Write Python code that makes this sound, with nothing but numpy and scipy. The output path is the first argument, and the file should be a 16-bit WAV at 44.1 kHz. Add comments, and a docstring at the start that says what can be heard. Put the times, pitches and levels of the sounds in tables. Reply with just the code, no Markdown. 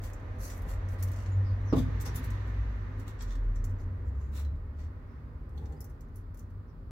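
"""Kitten with a foil ball

A kitten bats a small crumpled foil ball over floor tiles in the corner of a room.
The ball ticks, clinks and skids, claws scrape, and soft paws shuffle and squeak.
The kitten slides into the door, which thuds and rattles. Outside, traffic passes:
gliding engine drones and a swell of tyre noise come dully through the door."""
import sys
import numpy as np
from scipy import signal
from scipy.fft import rfft, irfft
from scipy.io import wavfile

SR = 44100
rng = np.random.default_rng(int(sys.argv[2]) if len(sys.argv) > 2 else 0)


def to_wav(sig):
    """Store sig (one row per channel, or 1-D mono) as 16-bit WAV at the path in sys.argv[1].

    Samples outside -1..1 are clipped; the rate is SR.
    """
    pcm = np.clip(np.atleast_2d(sig), -1, 1) * 32767
    pcm = np.round(pcm).astype(np.int16)
    wavfile.write(sys.argv[1], SR, pcm.T)  # frames by channels


N = 304712
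TIME, FREQS = np.arange(N) / SR, np.fft.rfftfreq(N, 1 / SR)
TOP_HZ = 15900


def gain_of(db):
    """Turns decibels into a number to multiply by."""
    return 10 ** (np.asarray(db) / 20)


def evened(x):
    """Scales a signal to an average strength (rms) of 1."""
    return x / np.sqrt(np.mean(x ** 2) + 1e-20)


def read(points, hz):
    """Reads between the rows of a (frequency, value) table, giving each octave equal space."""
    f, value = np.transpose(points)
    return np.interp(np.log(hz + 1), np.log(f + 1), value)


def add(mix, s, sound):
    """Lays a sound into the stereo mix, starting at s seconds."""
    part = mix[:, max(round(s * SR), 0):][:, :sound.shape[-1]]
    part += sound[..., :part.shape[1]]


def drift(rate_hz):
    """A smooth random wobble; a higher rate makes it quicker."""
    return evened(irfft(rfft(rng.standard_normal(N)) * np.exp(-(FREQS / rate_hz) ** 2), N))


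def panned(left_db):
    """Left and right gains that make the left side louder by left_db."""
    return gain_of(np.array([[left_db], [-left_db]]) / 2)


def diffuse(spectrum):
    """Noise that fills the room: alike on both sides in the bass, unrelated in the treble."""
    # how alike left and right are: (frequency [Hz], likeness [0 to 1])
    likeness = [(20, 0.89), (100, 1), (160, 0.93), (280, 0.87), (450, 0.64), (700, 0.44), (1100, 0.0031),
                (2000, 0), (16000, 0)]
    same = read(likeness, FREQS)
    left, other = rfft(rng.standard_normal((2, N)))
    right = same * left + np.sqrt(1 - same ** 2) * other
    return evened(irfft(np.array([left, right]) * gain_of(read(spectrum, FREQS)), N))


def engine(rows, level_db, waver, octave_db=-30):
    """One engine's drone: the door lets through only its firing note and a little of the octave above."""
    s, hz, db = np.transpose(rows)
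    turn = np.exp(2j * np.pi * np.cumsum(np.interp(TIME, s, hz)) / SR)
    fade = np.clip(np.minimum(TIME - s[0], s[-1] - TIME) / .05 + 1, 0, 1)
    note = turn * (1 + waver * (drift(14) + 1j * drift(4.3)))
    octave = gain_of(octave_db) * turn ** 2 * drift(12)
    return np.sqrt(2) * fade * gain_of(np.interp(TIME, s, db) + level_db) * (note + octave).real


def drive_by(nearest_s=2.17, approach_s=.13, hz=136, drop_hz=13):
    """Rows for engine(): a passing vehicle is loudest when nearest, and its pitch falls."""
    along = np.linspace(-6, 6, 49)
    distance = np.hypot(1, along)
    pitch = hz - drop_hz * along / distance
    return np.transpose([nearest_s + approach_s * along, pitch, -20 * np.log10(distance)])


def engines():
    """Four engine drones from the street, each gliding in pitch; the far engine's octave also rises as a hum of
    its own."""
    # one line per table: (time [s], firing rate [Hz], level [dB]); far_hum is the far engine's octave, with its
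    # pitch in the second column
    low_engine = [(0.11, 40.13, -51), (0.47, 47.77, -39.5), (0.8, 50.8, -39), (1.0, 52.35, -49.5),
                  (1.81, 54.04, -31), (2.05, 55.6, -41), (2.42, 54.7, -38.5), (2.62, 53.7, -28.5),
                  (3.02, 49.3, -51), (3.23, 45, -36), (3.56, 37.67, -29.5), (3.9, 33.55, -45)]
    high_engine = [(0.01, 97.8, -43.5), (0.48, 89.9, -48.5), (1.08, 93.7, -29), (1.2, 95.14, -38),
                   (1.35, 95.8, -28), (1.83, 98.5, -37), (2.29, 99.3, -38), (2.85, 98.36, -44),
                   (2.98, 99.15, -37.5), (3.33, 97.23, -53), (3.67, 95.7, -31.5), (4.09, 87.4, -40)]
    far_engine = [(3.96, 64.2, -42.5), (4.17, 67.47, -35), (4.55, 72.96, -35), (4.86, 76.4, -40.1),
                  (5.21, 68.6, -66), (5.49, 71.6, -40.5), (5.67, 71.55, -38.5), (5.89, 74, -58)]
    far_hum = [(5.0, 145, -64), (5.4, 147, -50.5), (5.9, 149, -51), (6.2, 151, -58.5), (6.91, 158, -58)]
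    return (engine(low_engine, level_db=0, waver=0.28, octave_db=-34.5)
            + engine(high_engine, level_db=-0.5, waver=0.32, octave_db=-39)
            + engine(far_engine, level_db=-2.5, waver=0.63, octave_db=-17)
            + engine(far_hum, level_db=-3, waver=0.14)
            + engine(drive_by(), level_db=-46, waver=0.31))


def street_noise(spectrum, curve, nearest_db, follow):
    """One layer of traffic noise; it sinks by `follow` dB for each dB that its level curve falls."""
    s, db = np.transpose(curve)
    return gain_of(nearest_db + follow * np.interp(TIME, s, db - db.max())) * diffuse(spectrum)


def exhaust(nearest_s=0.77, fade_s=1.35, level_db=-55.5):
    """A rasping exhaust comes close early on, then draws away."""
    # tone of the rasp: (frequency [Hz], level [dB])
    rasp = [(300, -18), (500, 2.5), (600, 3), (700, -0.5), (820, -1.5), (950, -11.5), (1300, -23),
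            (3000, -47.5)]
    return gain_of(level_db) / np.hypot(1, (TIME - nearest_s) / fade_s) * diffuse(rasp)


def standing_waves(x, depth_db=2.0, spacing_hz=23.79):
    """Sound bouncing between the walls lifts some frequencies and sinks others."""
    ripple = np.interp(FREQS / spacing_hz, np.arange(4096), rng.standard_normal(4096))
    return irfft(rfft(x) * evened(gain_of(depth_db * ripple)), N)


def traffic():
    """Engines, road rumble and tyres: as the traffic draws away the treble fades fastest."""
    # rise and fall of the road and tyre noise: (time [s], level [dB])
    road_curve = [(0.0, -53.5), (1.65, -52.5), (1.94, -49.5), (3.12, -54), (3.98, -52.5), (4.79, -57.5),
                  (5.72, -57), (6.0, -58.5), (6.39, -59), (6.91, -59.5)]
    tyre_curve = [(0.0, -58.5), (0.65, -56.5), (1.58, -57), (2.13, -52.5), (2.29, -53), (2.89, -57.5),
                  (3.06, -58), (4.58, -66), (5.16, -64.5), (5.39, -67), (5.91, -67.5), (6.31, -69.5),
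                  (6.91, -71)]
    # tone of each layer behind the door, lowest first: (frequency [Hz], level [dB])
    rumble = [(15, -27.5), (27, -46.5), (37, 4.5), (48, -1.5), (62, -3.5), (76, -0.5), (86, -4), (97, 3),
              (112, -9.5), (150, -17.5), (200, -21.5), (400, -69)]
    body = [(90, -21), (150, -2), (195, -7), (225, 5), (260, 3), (330, -4.5), (390, -4), (490, -7),
            (600, -16), (800, -37.5), (3000, -64.5)]
    roar = [(500, -32), (850, -7), (1050, -1.5), (1250, -3.5), (1450, -6), (1800, -14), (4000, -52)]
    tread = [(900, -23), (1400, -10), (1600, 0), (1830, 4.5), (1950, 2), (2080, 0), (2350, -8.5),
             (2800, -13.5), (4000, -38), (8000, -55.5)]
    hiss = [(1500, -5.5), (2500, 5.5), (3300, 3.5), (4200, 2), (5100, -5.5), (6000, -1.5), (7200, -8.5),
            (8500, -22), (11500, -15.5), (16000, -27.5)]
    low = engines() + street_noise(rumble, road_curve, nearest_db=-38.5, follow=0.51)
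    low += street_noise(body, road_curve, nearest_db=-49, follow=.9)
    high = exhaust() + street_noise(roar, tyre_curve, nearest_db=-53, follow=0.77)
    high += street_noise(tread, tyre_curve, nearest_db=-53.5, follow=1.256)
    high += street_noise(hiss, tyre_curve, nearest_db=-61.5, follow=1.72)
    return low * panned(left_db=0.1) + standing_waves(high) * panned(left_db=-2.5)


def stroke(start, peak, end, edge_db):
    """The swell and fade of one paw stroke; a larger edge_db makes it more pointed."""
    t = np.arange(start, end, 1 / SR)[:16000]
    away = abs(np.interp(t, [start, peak, end], [-1, 0, 1]))
    return gain_of(-edge_db * away ** 1.11) * np.sqrt(np.clip(1 - away ** 4, 0, 1))


def press(peak, length, edge_db):
    """Start time and loudness shape of a paw that presses harder, then lets go."""
    start = peak - .4 * length
    return start, stroke(start, peak, start + length, edge_db)


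def contacts(envelope, top_db, low_db, grain_db, facets_db=2.8):
    """A swarm of tiny contacts rings the foil; each touch meets other folds, so its tone varies."""
    # tone of foil on tile: (frequency [Hz], level [dB])
    foil = [(300, -4.5), (1000, 3), (2100, 2.5), (2700, -3.5), (3500, -5), (4500, -3), (5900, 1.5),
            (7300, 1.5), (8500, -0.5), (10200, 2), (11900, 8), (13300, 2), (15000, 6), (16000, 0.5)]
    size = 16384
    hz = np.fft.rfftfreq(size, 1 / SR)
    grains = gain_of(grain_db * np.minimum(rng.exponential(1, size // 16), 4)).repeat(16)
    swarm = evened(rng.standard_normal((2, size)) * grains)[:, :len(envelope)] * envelope
    facets = facets_db * np.interp(hz, np.linspace(0, SR / 2, 56), rng.standard_normal(56))
    # low_db and top_db lift or cut the treble below and above the band around 6 kHz
    slant = read([(2200, min(low_db, 2)), (3700, low_db), (5400, 0.006), (7400, 0.0031),
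                  (10500, top_db)], hz)
    colour = evened(gain_of(read(foil, hz) + slant + facets) * (hz < TOP_HZ))
    click = np.roll(irfft(colour), 128)[None, :256]
    return signal.fftconvolve(swarm, click, axes=1)[:, 128:]


def catches(per_s=55, spike_db=7, fall_s=.0012):
    """Brief jumps in loudness as a dragged ball snags on the glaze at random."""
    spikes = (rng.random(N) < per_s / SR) * rng.uniform(.2, 1, N)
    return 1 + gain_of(spike_db) * signal.lfilter([1], [1, -np.exp(-1 / (fall_s * SR))], spikes)


def scrapes(level_db=-0.5, judder_db=2.0):
    """The ball or a claw is dragged along, catching unevenly on the glaze."""
    # strokes: (hardest press [s], length [s], level [dB], top treble [dB], low treble [dB])
    drags = [(0.048, 0.12, -58, -8, -1), (0.442, 0.15, -49, -5.5, -7.5), (0.509, 0.067, -50, -11, 1.5),
             (0.56, 0.09, -60, -2, -18), (0.702, 0.11, -54.5, -4.5, 2.5), (0.917, 0.1, -62.5, -4, 4),
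             (1, 0.056, -62, -6, 10.5), (1.187, 0.39, -64.5, -13.5, 3), (1.779, 0.13, -52.5, -5.5, 12),
             (2.014, 0.045, -51, 0, -7), (2.067, 0.057, -44.5, -11, 4), (2.164, 0.066, -47, 1.5, 9),
             (2.243, 0.054, -55.5, -2, 7), (2.32, 0.18, -71, -6, 21), (2.481, 0.067, -74, -7, -5),
             (3.001, 0.082, -66.5, -7, 10), (3.085, 0.07, -60, -6, 14), (3.212, 0.08, -55, -27, 2),
             (3.307, 0.14, -61.5, -16, 12), (3.56, 0.039, -64, -14.5, -4), (3.806, 0.077, -70.5, -14, -5),
             (4.076, 0.085, -75.5, -10, -4), (4.216, 0.26, -75, -13, 3), (4.369, 0.135, -54, -6, 7),
             (4.808, 0.13, -66, -14, 8), (5.574, 0.058, -71, -5, 7), (6.166, 0.07, -67.5, 0, -5),
             (6.389, 0.063, -72, -5, 2)]
    out = np.zeros((2, N))
    for peak, length, db, top_db, low_db in drags:
        start, envelope = press(peak, length, edge_db=18)
        add(out, start, gain_of(db + level_db) * contacts(envelope, top_db, low_db, grain_db=3.0))
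    return out * gain_of(judder_db * drift(140)) * catches()


def taps(rise_s=0.00055, fall_s=0.0047, ring_db=-17, ring_s=0.0057, hop_s=0.056, hop_db=-18):
    """Ball and claws strike the tiles: a tick with a short ring, then two ever weaker hops."""
    # strikes: (time [s], level [dB], top treble [dB], low treble [dB])
    strikes = [(0.037, -52.5, -2, 13), (0.133, -55, -9, -20), (0.619, -56, 0, 3), (0.887, -59, -16, -18),
               (1.026, -42.5, -5, -8), (1.029, -41, 3, 4), (1.085, -55.5, -5, 10), (1.117, -53, -6, 4),
               (1.134, -57, -12, -2), (1.161, -58, -13, -4), (1.261, -56, -22.5, 7), (1.729, -56, -23, 10),
               (2.001, -51.5, -13, 8), (2.057, -47.5, -5, 3), (2.159, -42, -2, -8), (2.242, -51, 4, -1),
               (2.305, -55.5, -11, -11), (2.997, -57.5, -7.5, 2), (3.079, -55, -6, 2), (3.222, -51, -6, -4),
               (3.353, -54.5, -14, 9), (3.642, -50, -13, -11), (3.646, -54, 4, -11), (3.705, -73, -5, -8),
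               (4.448, -57, -11, 10.5), (5.492, -72, -5, -10), (5.577, -59, -8, 31), (5.656, -61, -19, 7),
               (5.723, -61, -13, 8), (5.806, -48, -0.5, -14), (5.811, -63, 4, -15), (5.843, -54.5, -4, -20),
               (6.008, -62.5, -10, -12), (6.158, -57.5, 5, -12), (6.344, -60.5, -2, -2.5),
               (6.372, -60, -2, -6), (6.392, -58, -5, -17)]
    # notes of the ball, woken by chance at each touch: (pitch [Hz], level [dB])
    ball = [(5300, -4.5), (5950, -2.5), (6330, 3.5), (6800, 0), (7150, -4), (10450, -2), (11550, -8),
            (12000, -6.5)]
    out, t = np.zeros((2, N)), np.arange(2400) / SR
    attack = 1 - np.exp(-t / rise_s)
    envelope = attack * np.exp(-t / fall_s)
    ring_shape = attack * np.exp(-t / ring_s)
    notes = np.array([gain_of(db + ring_db) * ring_shape * np.sin(2 * np.pi * hz * t) for hz, db in ball])
    for s, db, top_db, low_db in strikes:
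        for hop in range(3):
            tick = contacts(envelope / envelope.max(), top_db, low_db, grain_db=2.4)
            ring = rng.uniform(-1, 1, (2, len(ball))) @ notes
            add(out, s - rise_s, gain_of(db + hop * hop_db) * (tick[:, :len(t)] + ring))
            s += hop_s * rng.uniform(.5, 2)
    return out


def clinks(rise_s=.0005, ring_s=0.0081):
    """The ball lands on a stiff fold and gives one clear note."""
    # landings: (time [s], pitch [Hz], level [dB])
    landings = [(0.133, 7220, -62), (1.319, 6820, -59.5), (2.159, 10300, -45), (3.567, 5892, -60),
                (3.797, 5026, -66), (4.449, 4036, -59), (4.471, 3960, -69), (5.765, 4957, -72),
                (5.806, 5200, -61), (5.842, 6700, -66), (6.158, 10400, -62)]
    out, t = np.zeros((2, N)), np.arange(SR // 10) / SR
    envelope = (1 - np.exp(-t / rise_s)) * np.exp(-t / ring_s)
    for s, hz, db in landings:
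        add(out, s, gain_of(db) * envelope * np.sin(2 * np.pi * hz * t))
    return out


def scuffs():
    """Soft paws shuffle over the floor with a dull rubbing sound."""
    # shuffles: (start [s], peak [s], end [s], level [dB])
    shuffles = [(0.62, 0.694, 0.68, -46), (2.028, 2.076, 2.27, -50.5), (4.771, 4.8, 4.86, -61),
                (5.502, 5.644, 5.68, -51.5), (5.637, 5.695, 6, -53.5)]
    # tone of a rubbing paw: (frequency [Hz], level [dB])
    pad = [(80, -26), (140, 15), (260, 2), (480, 10), (620, -10.5), (810, 6), (1200, -26), (2000, -13.5),
           (2800, -33), (8000, -32)]
    level = np.zeros((2, N))
    for start, peak, end, db in shuffles:
        add(level, start, gain_of(db) * stroke(start, peak, end, edge_db=12))
    return level * diffuse(pad)


def slips(width_hz=450, level_db=-1.0):
    """A sliding paw sticks and slips, making a fuzzy squeak whose pitch follows its speed."""
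    # squeaks: (hardest press [s], length [s], first pitch [Hz], last pitch [Hz], level [dB])
    squeaks = [(1.481, 0.11, 4985, 4650, -65), (1.702, 0.13, 6420, 4390, -62),
               (5.112, 0.14, 5235, 5610, -84), (6.694, 0.055, 5760, 5100, -81)]
    out = np.zeros((2, N))
    fuzz = np.array([drift(width_hz) + 1j * drift(width_hz) for _ in range(2)])
    for peak, length, first_hz, last_hz, db in squeaks:
        start, envelope = press(peak, length, edge_db=11)
        pitch = np.linspace(first_hz, last_hz, len(envelope))
        turn = np.exp(2j * np.pi * np.cumsum(pitch) / SR)
        squeak = (turn * fuzz[:, round(start * SR):][:, :len(turn)]).real
        add(out, start, gain_of(db + level_db) * envelope * squeak)
    return out


def door(rattle_s=0.012, push_s=0.0028):
    """The kitten's body bumps the door panel, which rings and chatters in its frame."""
    # bumps: (time [s], level [dB], contact time [s], rattle [dB])
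    blows = [(1.726, -19.5, 0.0011, -2.5), (1.7323, -28, 0.0011, 2), (1.7643, -30.5, 0.0013, 3.5),
             (1.779, -24, 0.0024, -14), (1.796, -19, 0.0062, -26), (2.189, -39, 0.0017, -22),
             (2.986, -43.5, 0.0016, -27)]
    # notes of the panel: (pitch [Hz], level [dB], time to fade by 60 dB [s])
    panel = [(77.8, -15.5, 1), (117, -16.5, 0.4), (135.4, -9, .45), (159, -8, 0.26), (237.8, 1.5, 0.088),
             (258.9, 2.5, 0.21), (292, -15, 0.07), (375.9, 1.5, 0.048), (439, -9, 0.14), (475, -6, 0.11),
             (534, -33.5, 0.29), (653, -18, 0.27), (724, -19.5, 0.099), (750, -29.5, 0.076),
             (981, -14, 0.15), (1064, -18.5, 0.23), (1042, -38, 0.29), (1152, -8.5, 0.1), (1500, -23, 0.3)]
    out, t = np.zeros((2, N)), np.arange(SR // 2) / SR
    chatter = diffuse([(100, -14), (250, 13.5), (400, 3), (750, 0), (1200, -10.5), (1600, -30),
                       (4000, -26), (9000, -50)])
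    for s, db, contact_s, rattle_db in blows:
        ring = sum(gain_of(note_db - 60 * t / fade_s) * -np.sin(2 * np.pi * hz * t)
                   / np.hypot(1, 2 * hz * contact_s)  # a longer contact wakes high notes less
                   for hz, note_db, fade_s in panel)
        ring *= 1 - np.exp(-t / push_s)
        rattle_shape = gain_of(rattle_db) * (1 - np.exp(-t / contact_s)) * np.exp(-t / rattle_s)
        rattle = chatter[:, round(s * SR):][:, :len(t)] * rattle_shape
        add(out, s, gain_of(db) * (ring + rattle))
    return out


def room(x, early_db, tail_db, early_s):
    """Adds quick echoes from the corner, then a tail that lasts longest in the bass."""
    # the room's tail: (frequency [Hz], time to fade by 60 dB [s])
    fade_times = [(100, 0.93), (500, 0.17), (3000, 0.34), (8000, 0.19), (16000, 0.027)]
    t = np.arange(SR // 2) / SR
    shape = (2, len(t))
    bounces = rng.choice([-1., 1.], shape) * (rng.random(shape) < 4000 / SR) * (t > .001)
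    early = bounces * np.exp(-t / early_s)
    hz, when, bands = signal.stft(rng.standard_normal(shape) * (t > .005), SR, nperseg=256)
    bands *= gain_of(-60 * when / read(fade_times, hz)[:, None])
    tail = signal.istft(bands, SR, nperseg=256)[1][:, :len(t)]
    echo = sum(gain_of(db) * part / np.linalg.norm(part, axis=1, keepdims=True)
               for db, part in ((early_db, early), (tail_db, tail)))
    return x + signal.fftconvolve(x, echo, axes=1)[:, :N]


def scene(air_db=-79):
    """The kitten's play in the tiled corner, over the street and the room's faint hiss."""
    # tone of the hiss: (frequency [Hz], level [dB])
    air = [(100, 3), (3000, 5), (5000, 4.5), (5900, -13), (7000, -6), (9000, -13), (16000, -1.5)]
    touches = taps() + clinks() + scrapes() + slips()
    play = room(touches, early_db=-1.5, tail_db=-8.0, early_s=0.013)
    thud = room(door(), early_db=-17, tail_db=-16, early_s=.012)
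    return play + thud + scuffs() + traffic() + gain_of(air_db) * diffuse(air)


def record(dry):
    """Cuts away the treble above TOP_HZ."""
    low_pass = signal.firwin(511, TOP_HZ, window=("kaiser", 9), fs=SR)
    return signal.oaconvolve(dry, low_pass[None], "same")


dry = scene()
out = record(dry)
to_wav(out)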